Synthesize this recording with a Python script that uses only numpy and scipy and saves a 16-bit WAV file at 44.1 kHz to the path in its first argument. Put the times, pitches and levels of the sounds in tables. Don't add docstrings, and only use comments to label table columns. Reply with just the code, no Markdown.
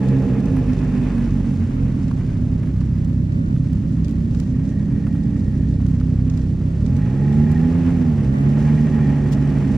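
import sys
import numpy as np
from scipy import signal
from scipy.fft import dct, next_fast_len
from scipy.io import wavfile
from scipy.ndimage import uniform_filter1d

SR = 44100
rng = np.random.default_rng(int(sys.argv[2]) if len(sys.argv) > 2 else 0)


def inscribe(sig):
    pcm = np.round(np.clip(np.atleast_2d(sig).T, -1, 1) * 32767)
    wavfile.write(sys.argv[1], SR, pcm.astype(np.int16))


N = 430857
TIME = np.arange(N) / SR
IDLE_HZ, CRUISE_HZ = 33, 72
IN_STEP_S = 5.917

# frequency_hz, difference_db
STEREO_WIDTH = [(100, -14.5), (300, -20), (500, -8.5), (1000, -14), (1450, -20.5), (2000, -16),
                (2800, -0.5), (3500, -3), (4700, -17.5), (6000, -0.5), (8000, 3), (9500, 28), (11500, 27.5),
                (13000, 13)]
STEREO_LEAN = [(30, -0.3), (60, -1), (125, -1.5), (250, -4), (500, -3), (1000, -1), (3000, -0.5)]

# frequency_hz, gain_db
RUMBLE_EQ = [(20, -40), (32, -5), (48, -2.5), (100, 2), (200, -1), (250, 2), (290, -7.5), (340, -19.5),
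             (450, -28), (700, -48.5), (1500, -90.5)]
CLATTER_EQ = [(500, 0), (800, 3.5), (1100, 2), (1500, -1), (2000, -2), (2350, -5.5), (2650, -6.5),
              (3000, -11), (4500, -34.5), (9000, -50), (12000, -66)]
HISS_EQ = [(1500, 7), (3000, 9), (4500, 9), (6000, 7), (8500, -0.5), (9500, -26.5), (12000, -24),
           (15500, -17)]
RASP_EQ = [(200, -9), (300, 7), (380, 9.5), (440, 4.5), (520, 0), (600, 1.5), (700, -7), (1000, -24.5),
           (1600, -68.5)]
# frequency_hz, gain_db
CRUNCH_EQ = [(1500, 5), (3000, 12), (5000, 12.5), (7500, 9), (9000, -1), (11000, -20.5)]
SPLINTER_EQ = [(5000, -26.5), (9000, 3), (12000, -8), (15500, 1.5)]
SCUFF_EQ = [(1500, 0.5), (3000, 5), (6000, 13), (9000, 1), (11000, -12), (15500, -20)]
PUFF_EQ = [(250, -6), (450, 11), (800, 4), (1300, 2), (1900, -5), (2800, -11.5), (4200, -26.5)]
# frequency_hz, gain_db
NEAR_PIPE_EQ = [(32, -17), (46, 2), (68, 0), (84, 3.5), (100, -0.5), (145, 1.5), (190, -1.5), (214, -2),
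                (226, 3), (240, 0.5), (262, 0), (295, -13), (350, -8), (430, -11), (520, -13)]
SIDE_PIPE_EQ = [(35, 6), (70, -6), (95, 0.5), (135, -1), (180, -7.5), (212, 0.5), (258, 2), (280, -7.5)]
MUFFLER_EQ = [(130, -5), (200, -10), (255, -8), (292, -15.5), (328, -13), (358, -19.5), (385, -20.5),
              (425, -23.5), (470, -18), (560, -35), (700, -27.5), (1000, -49)]

# time_s, gain_db
GROUP_FADER = [(0, 3.5), (2.2, 1), (3.8, 4), (4.7, -0.5), (5.6, 2), (6.5, -1.5), (7.6, 1), (9.2, 2.5),
               (9.77, 4)]
IDLER_FADER = [(0, -5), (2, -4.5), (2.8, 1), (6.7, -1.5), (7.5, -1.5), (9.77, -8)]
SECOND_FADER = [(0, -24), (.4, -25.5), (1.7, -34), (2.5, -25), (3.3, -52), (4.4, -30), (6.1, -31.5),
                (7.4, -27), (8.1, -28), (8.6, -29), (9.77, -27)]
THIRD_FADER = [(0, -53.5), (.7, -31.5), (1.6, -30), (1.95, -27.5), (2.6, -48), (3.2, -40.5), (3.9, -30),
               (5.35, -25.5), (6.05, -31), (6.5, -30.5), (7.1, -37), (9.77, -35)]
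NEAR_FADER = [(0, -3.5), (.6, -0.5), (2.3, -3), (3.2, 2), (3.9, -1), (5.3, -1), (5.85, 1.5), (6.4, 1.5),
              (7.4, 0.5), (9.77, -2)]
# time_s, level_db
TRACK_FADER = [(0, -44.5), (1.15, -44), (1.55, -47), (2.6, -50.5), (3.15, -54.5), (3.45, -58), (3.7, -53.5),
               (5.1, -53.5), (6.85, -51.5), (7.08, -46.5), (7.88, -42), (8.33, -46), (8.67, -41.5),
               (9, -43), (9.77, -41.5)]
TAILPIPE_FADER = [(0, -37), (.4, -36.5), (1.1, -57.5), (3.5, -61.5), (4.4, -53.5), (7.2, -52.5),
                  (9.77, -57)]
GUARD_FADER = [(0, -43), (.8, -52), (1.5, -57.5), (3.4, -73), (5.2, -58), (6.7, -66), (7.05, -48.5),
               (7.3, -45), (7.65, -44), (7.9, -51), (8.1, -46), (8.38, -54), (8.6, -41.5), (8.85, -48),
               (9.05, -44), (9.77, -49)]
# time_s, level_db
CLUTCH_FADER = [(0, -53), (.5, -62), (.75, -57), (1.1, -65), (1.7, -74), (3.2, -68), (4.5, -64),
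                (4.75, -58), (5.05, -55.5), (5.2, -59), (5.6, -58), (5.9, -65), (6.98, -66), (7.02, -50),
                (7.17, -55), (7.3, -50), (7.4, -53), (7.5, -46), (7.75, -57), (8.15, -59), (8.45, -51),
                (8.55, -55), (8.68, -47), (8.85, -52), (9.08, -44), (9.25, -52), (9.77, -50)]
COVER_FADER = [(0, -54.5), (.55, -57), (1.1, -52), (1.5, -68.5), (2.3, -78), (7.3, -77.5), (7.85, -56),
               (8.152, -72), (9.77, -67.5)]

# time_s, first_hz, second_hz
IDLER_REVS = [(2.5, 32.44, 32.39), (3.5, 32.94, 32.86), (4.5, 32.3, 32.59), (5.5, 32.79, 32.37),
              (6.7, 32.75, 32.67)]
# time_s, speed_hz
SECOND_REVS = [(0, 66.8), (.35, 67.7), (.8, 63.2), (1.02, 63.2), (1.45, 48.2), (1.75, 46.3), (2.05, 39),
               (2.8, 34.4), (3.6, 34.4), (5, 40.7), (6.15, 39.2), (6.65, 41), (7.3, 47.6), (8.12, 46),
               (8.4, 66.3), (8.85, 68.6), (9.15, 65.4), (9.77, 66)]
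THIRD_REVS = [(0, 69), (.8, 65.8), (1.3, 66.5), (1.8, 67.3), (2.1, 64.3), (2.5, 63.4), (2.8, 57.6),
              (3.45, 49), (3.7, 49.3), (3.95, 54.5), (4.3, 58), (4.7, 68), (5.3, 70.2), (5.7, 68.8),
              (5.95, 63.8), (6.15, 63.6), (6.5, 65), (7.1, 66.7), (7.9, 65.8), (9.15, 56), (9.77, 54.4)]
NEAR_REVS = [(0, 66), (.2, 66.3), (.55, 51.3), (1, 47.7), (1.95, 43.2), (2.1, 33.3), (2.8, 32.5),
             (6.72, 32.5), (6.95, 43.5), (7.15, 68.4), (7.55, 78.3), (7.75, 84.5), (7.97, 85.8),
             (8.26, 66.6), (8.65, 74.3), (8.9, 76), (9.1, 71.8), (9.55, 72), (9.77, 68)]
IDLER_HARMONICS = [-16, 2.5, -2.5, -1, -4, -6.5]
SECOND_HARMONICS, THIRD_HARMONICS = [-10.5, -1, -1.5, 0], [-13.5, -4, 0.5, 0]
# idle_db, cruise_db
NEAR_HARMONICS = [(-26.5, -30), (-28.5, -18.5), (-26, -22), (-28.5, -27.5), (-26.5, -30.5), (-33.5, -35)]

# pitch_hz, base_width_hz
RING_MODES = [(465, 24), (834, 15), (805, 24)]
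# pitch_hz, width_hz, gain_db
CLUTCH_RESONANCES = [(1696, 150, -6.5), (1818, 63, -7), (1870, 79, -1.5), (1909, 140, -9),
                     (2350, 99, -10.5), (3330, 81, -22)]
COVER_RESONANCES = [(1040, 86, -2), (1700, 140, -1), (2530, 240, -3.5), (3580, 240, -12)]

# start_s, length_s, level_db
AIR_PUFFS = [(1.55, 0.073, -48), (1.69, 0.16, -44), (1.91, 0.11, -49), (2.08, 0.13, -47), (2.27, 0.11, -50),
             (2.47, 0.098, -51), (2.81, 0.099, -55), (2.99, .32, -49), (3.28, 0.293, -43),
             (3.87, 0.066, -53), (3.99, 0.091, -49), (4.11, 0.08, -49), (4.23, 0.078, -47), (6.63, .1, -46),
             (8.31, 0.12, -36), (8.41, .14, -41)]
HOOF_SCUFFS = [(1.98, 0.087, -62), (3.91, 0.043, -59), (4.32, 0.21, -59.5), (4.65, 0.084, -60),
               (4.8, 0.053, -68), (5.36, 0.064, -62.5), (5.69, 0.051, -65), (5.87, 0.11, -61),
               (6.3, 0.15, -61.5), (6.8, 0.12, -63), (9.31, 0.045, -49.5)]
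# start_s, gain_db, dull_offset_db, splinter_offset_db
SNOW_CRUNCHES = [(.07, -55, -5, -20), (0.086, -42, -13, -6), (.4564, -45, -5, -7), (0.732, -41.5, -2, -26),
                 (.79, -46, 0, -15), (.815, -52, -8, -22), (1.2416, -47, 11, -20), (1.307, -47, -3, -20),
                 (2.081, -48, -1, -25), (2.112, -48, 2, -25), (2.5935, -57, -6, -16), (2.806, -50, -9, -17),
                 (3.047, -50, -15, -5), (3.321, -48, -11, -20), (3.731, -48, -5, -4),
                 (4.0452, -41, -14, -22), (4.053, -49, -6, -20), (4.082, -46, -6, -8), (4.092, -46, -7, -8),
                 (4.11, -49, -12, -1), (4.347, -43.5, 3, -20), (4.39, -51, -10, -7), (4.399, -38.5, -6, -8),
                 (4.428, -53, 8, -18), (4.435, -53, -13, -5), (5.3966, -49, -8, -20), (5.738, -49, -6, -19),
                 (5.864, -46.5, -6, -12), (5.9995, -48.5, 7, -17), (6.012, -53, 6, -20),
                 (6.2986, -42, -13, -25), (6.3386, -47, -7, -19), (6.374, -45, 2, -7),
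                 (6.8626, -42.5, -6, -25), (6.965, -45, -8, -7), (7.3275, -47, -8, -24),
                 (7.5153, -45, -6, 1), (9.3216, -41, -9, -2), (9.328, -40, -10, -5),
                 (9.334, -42.5, -12, -6)]
# start_s, level_db, pitch_hz
HOOF_SQUEAKS = [(.565, -29, 880), (1.179, -30.5, 1020), (2.111, -34, 950), (2.631, -34.5, 1150),
                (2.671, -38, 1400), (2.811, -36, 850), (3.561, -40, 1300), (4.428, -42, 748),
                (4.919, -41.5, 830), (5.067, -33.5, 960), (5.148, -40, 850), (5.364, -43, 900),
                (5.8, -41, 850), (5.858, -41, 1100), (6.009, -41, 1200)]


def from_db(db):
    return 10 ** (np.asarray(db) / 20)


def unit_power(x):
    return x / np.sqrt(np.mean(x ** 2) + 1e-20)


def curve(rows, column=1):
    columns = np.transpose(rows)
    return np.interp(TIME, columns[0], columns[column])


def eq_db(eq, hz):
    known_hz, gains_db = np.transpose(eq)
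    return np.interp(np.log(np.maximum(hz, 1)), np.log(known_hz), gains_db)


def colour(x, eq, amount=1):
    size = next_fast_len(N, True)
    padded = np.pad(x, [(0, 0)] * (x.ndim - 1) + [(0, size - N)], "reflect")
    gain = from_db(amount * eq_db(eq, np.arange(size) * SR / (2 * size)))
    return dct(dct(padded, norm="ortho") * gain, type=3, norm="ortho")[..., :N]


def drift(rate_hz):
    hop, run_in = 40, 2000
    pole = np.exp(-2 * np.pi * hop * rate_hz / SR)
    white = rng.standard_normal(N // hop + run_in + 2)
    slow = signal.lfilter([1], [1, -2 * pole, pole * pole], white)[run_in:]
    return np.interp(np.arange(N) / hop, np.arange(len(slow)), unit_power(slow))


def white_pair(length=N):
    return rng.standard_normal((2, length))


def noise_pair(eq, gate=1):
    return unit_power(colour(gate * white_pair(), eq))


def spread(pair):
    mid, side = pair
    return mid + colour(side, STEREO_WIDTH) * [[1], [-1]]


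def resonate(x, hz, width_hz):
    radius = np.exp(-np.pi * width_hz / SR)
    section = [1, 0, -1, 1, -2 * radius * np.cos(2 * np.pi * hz / SR), radius * radius]
    return unit_power(signal.sosfilt([section, section], x))


def even_out(x, window_s=.025, amount=.3):
    power = uniform_filter1d(x ** 2, size=round(window_s * SR))
    return unit_power(x / np.maximum(power, 1e-6) ** (amount / 2))


def swells(events, edge_s):
    envelope = np.zeros(N)
    for start_s, length_s, db in events:
        age = np.arange(round(length_s * SR)) / SR
        at = round(start_s * SR)
        envelope[at:at + len(age)] += from_db(db) * np.clip(np.minimum(age, length_s - age) / edge_s, 0, 1)
    return envelope


def click_train(rate_hz, uneven_db):
    cycles = np.cumsum(rate_hz) / SR
    at = np.flatnonzero(np.diff(np.floor(cycles)) > 0)
    clicks = np.zeros(N)
    clicks[at] = from_db(uneven_db * rng.standard_normal(N)[at])
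    return clicks


def synced_cycles(speed_hz):
    cycles = np.cumsum(speed_hz) / SR
    return cycles - cycles[round(IN_STEP_S * SR)]


def exhaust(cycles, levels_db, rough, smear, first_order=1):
    tone = np.zeros(N)
    for order, db in enumerate(levels_db, first_order):
        strength = np.sqrt(2) * from_db(db) * (1 + rough * drift(5.9))
        tone += strength * np.cos(2 * np.pi * order * cycles + smear * (order - 2) ** 2)
    return tone


def far_group(throb_db, rumble_db):
    speeds_hz = np.geomspace(44, 62, 3)
    firings = sum(click_train(hz * from_db(.5 * drift(.25)), uneven_db=.7) for hz in speeds_hz)
    throb = from_db(throb_db) * unit_power(colour(firings - firings.mean(), RUMBLE_EQ))
    rumble = from_db(rumble_db) * spread(noise_pair(RUMBLE_EQ))
    return from_db(curve(GROUP_FADER)) * (throb + rumble)


def idling_pair(gains_db):
    putter = np.zeros(N)
    for column, db in enumerate(gains_db, 1):
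        cycles = synced_cycles(curve(IDLER_REVS, column))
        putter += exhaust(cycles, np.add(IDLER_HARMONICS, db), rough=.06, smear=.15)
    return from_db(curve(IDLER_FADER)) * putter


def air_puffs(mid_db):
    mid, side = noise_pair(PUFF_EQ)
    return swells(AIR_PUFFS, edge_s=.025) * (from_db(mid_db) * mid + side * [[1], [-1]])


def hoof_scuffs():
    return swells(HOOF_SCUFFS, edge_s=.016) * from_db(2 * drift(90)) * noise_pair(SCUFF_EQ)


def snow_crunches(crisp_db, body_db, decay_s, ticks_per_s):
    bright, dull, sharp = np.zeros((3, N))
    age = np.arange(SR // 10) / SR
    burst = (1 - np.exp(-age / .0002)) * np.exp(-age / decay_s)
    for start_s, db, dull_db, splinter_db in SNOW_CRUNCHES:
        at = round(start_s * SR)
        span = slice(at, at + len(burst))
        bright[span] += from_db(db) * burst
        dull[span] += from_db(db + dull_db) * burst
        sharp[span] += from_db(db + splinter_db) * burst
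    ticks = (rng.random(N) < ticks_per_s / SR) * from_db(-55 + 2 * rng.standard_normal(N))
    bright += signal.fftconvolve(ticks, burst)[:N]
    grains = from_db(2.5 * drift(600))
    crisp = bright * noise_pair(CRUNCH_EQ, grains) + sharp * noise_pair(SPLINTER_EQ, grains)
    body = dull * spread(noise_pair(CLATTER_EQ, grains))
    return from_db(crisp_db) * crisp + from_db(body_db) * body


def hoof_squeaks(decay_s, width_hz):
    squeaks = np.zeros((2, N))
    age = np.arange(SR // 8) / SR
    envelope = (1 - np.exp(-age / .0014)) * np.exp(-age / decay_s)
    for start_s, db, pitch_hz in HOOF_SQUEAKS:
        at = round(start_s * SR)
        squeak = resonate(white_pair(len(age)), pitch_hz, width_hz)
        squeaks[:, at:at + len(age)] += from_db(db) * envelope * squeak
    return spread(squeaks)


def tracks_on_snow(sliding_db, standstill_db):
    track_db = curve(TRACK_FADER)
    judder = from_db(1.5 * drift(34) + .8 * drift(8.9))
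    clatter = from_db(track_db) * spread(noise_pair(CLATTER_EQ, judder))
    swing_db = .78 * (track_db + 42.5)
    hiss_gain = np.hypot(from_db(sliding_db + swing_db), from_db(standstill_db))
    grains = from_db(2 * drift(230) + .5 * drift(5.8))
    return clatter + hiss_gain * spread(noise_pair(HISS_EQ, grains))


def rattle(modes, fader, knocks_per_s=70, decay_s=.007, buzz=.4):
    knocks = click_train(knocks_per_s * from_db(4 * drift(25)), uneven_db=2)
    contact = buzz + signal.lfilter([1], [1, -np.exp(-1 / (decay_s * SR))], knocks)
    ring = sum(from_db(db) * even_out(resonate(contact * white_pair(), hz, width_hz))
               for hz, width_hz, db in modes)
    return from_db(curve(fader)) * ring


def sled_body(airbox_db, widen=1.55):
    shake = white_pair()
    pipe, guard_main, guard_lower = (resonate(shake, hz, widen * width) for hz, width in RING_MODES)
    tailpipe = from_db(curve(TAILPIPE_FADER)) * pipe
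    guard = from_db(curve(GUARD_FADER)) * even_out(guard_main + from_db(-3.5) * guard_lower)
    airbox = from_db(airbox_db) * resonate(white_pair(), hz=560.4, width_hz=100)
    rattles = rattle(CLUTCH_RESONANCES, CLUTCH_FADER) + rattle(COVER_RESONANCES, COVER_FADER)
    return spread(tailpipe + guard + rattles + airbox)


def gas_rasp(speed_hz, idle_db, db_per_octave=9):
    pulsing = from_db(1.8 * np.cos(2 * np.pi * np.cumsum(speed_hz) / SR))
    level_db = idle_db + db_per_octave * np.log2(speed_hz / IDLE_HZ)
    return from_db(level_db) * spread(noise_pair(RASP_EQ, pulsing))


def sled_alongside(speed_hz, fader_db, harmonics_db, buzz_db):
    cycles = np.cumsum(speed_hz) / SR
    low_db = [fader_db + db + eq_db(SIDE_PIPE_EQ, order * speed_hz)
              for order, db in enumerate(harmonics_db, 1)]
    high_db = [buzz_db + eq_db(MUFFLER_EQ, order * speed_hz) for order in range(5, 9)]
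    boom = exhaust(cycles, low_db, rough=.1, smear=.5)
    return boom + exhaust(cycles, high_db, rough=.25, smear=.5, first_order=5)


def near_sled(speed_hz, full_load_hz_per_s=250):
    acceleration = uniform_filter1d(np.gradient(speed_hz) * SR, size=SR // 10)
    cruising = np.clip((speed_hz - IDLE_HZ) / (CRUISE_HZ - IDLE_HZ), 0, 1)
    load = np.minimum(np.maximum(acceleration, 0) / full_load_hz_per_s + cruising ** 2, 1)
    cycles = synced_cycles(speed_hz) + .006 * load * drift(12)
    fader_db = curve(NEAR_FADER)
    low_db = [fader_db + idle_db + load * (cruise_db - idle_db) + eq_db(NEAR_PIPE_EQ, order * speed_hz)
              for order, (idle_db, cruise_db) in enumerate(NEAR_HARMONICS, 1)]
    smear = .15 * (speed_hz / IDLE_HZ) ** 2
    boom = exhaust(cycles, low_db, rough=.06 + .05 * load, smear=smear)
    buzz_db = -32.5 + 3 * np.log2(speed_hz / IDLE_HZ)
    high_db = [buzz_db + eq_db(MUFFLER_EQ, order * speed_hz) for order in range(7, 13)]
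    wobble = .008 * drift(5)
    return boom + exhaust(cycles + wobble, high_db, rough=.35, smear=.2, first_order=7)


def scene():
    near_hz, second_hz, third_hz = curve(NEAR_REVS), curve(SECOND_REVS), curve(THIRD_REVS)
    second_db, third_db = curve(SECOND_FADER), curve(THIRD_FADER)
    near = near_sled(near_hz)
    second = sled_alongside(second_hz, second_db, SECOND_HARMONICS, buzz_db=-36.5)
    third = sled_alongside(third_hz, third_db, THIRD_HARMONICS, buzz_db=-41)
    bed = idling_pair(gains_db=(-36.5, -45)) + far_group(throb_db=-27, rumble_db=-29.5)
    rasp = gas_rasp(near_hz, idle_db=-52) + gas_rasp(second_hz, idle_db=second_db - 18)
    machinery = tracks_on_snow(sliding_db=-54.5, standstill_db=-61) + sled_body(airbox_db=-52.5)
    squeaks = hoof_squeaks(decay_s=.005, width_hz=900)
    crunches = snow_crunches(crisp_db=2, body_db=-2, decay_s=.004, ticks_per_s=9)
    bison = squeaks + crunches + hoof_scuffs()
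    left, right = bed + air_puffs(mid_db=-26.5) + bison + machinery + rasp + second + third + near
    return np.array([colour(left, STEREO_LEAN, .5), colour(right, STEREO_LEAN, -.5)])


def record(dry):
    fade_s, cutoff_hz = .004, 15800
    fade = np.clip(np.minimum(TIME, TIME[-1] - TIME) / fade_s, 0, 1)
    lowpass = signal.ellip(10, .1, 80, cutoff_hz, fs=SR, output="sos")
    return signal.sosfilt(lowpass, dry * fade)


dry = scene()
out = record(dry)
inscribe(out)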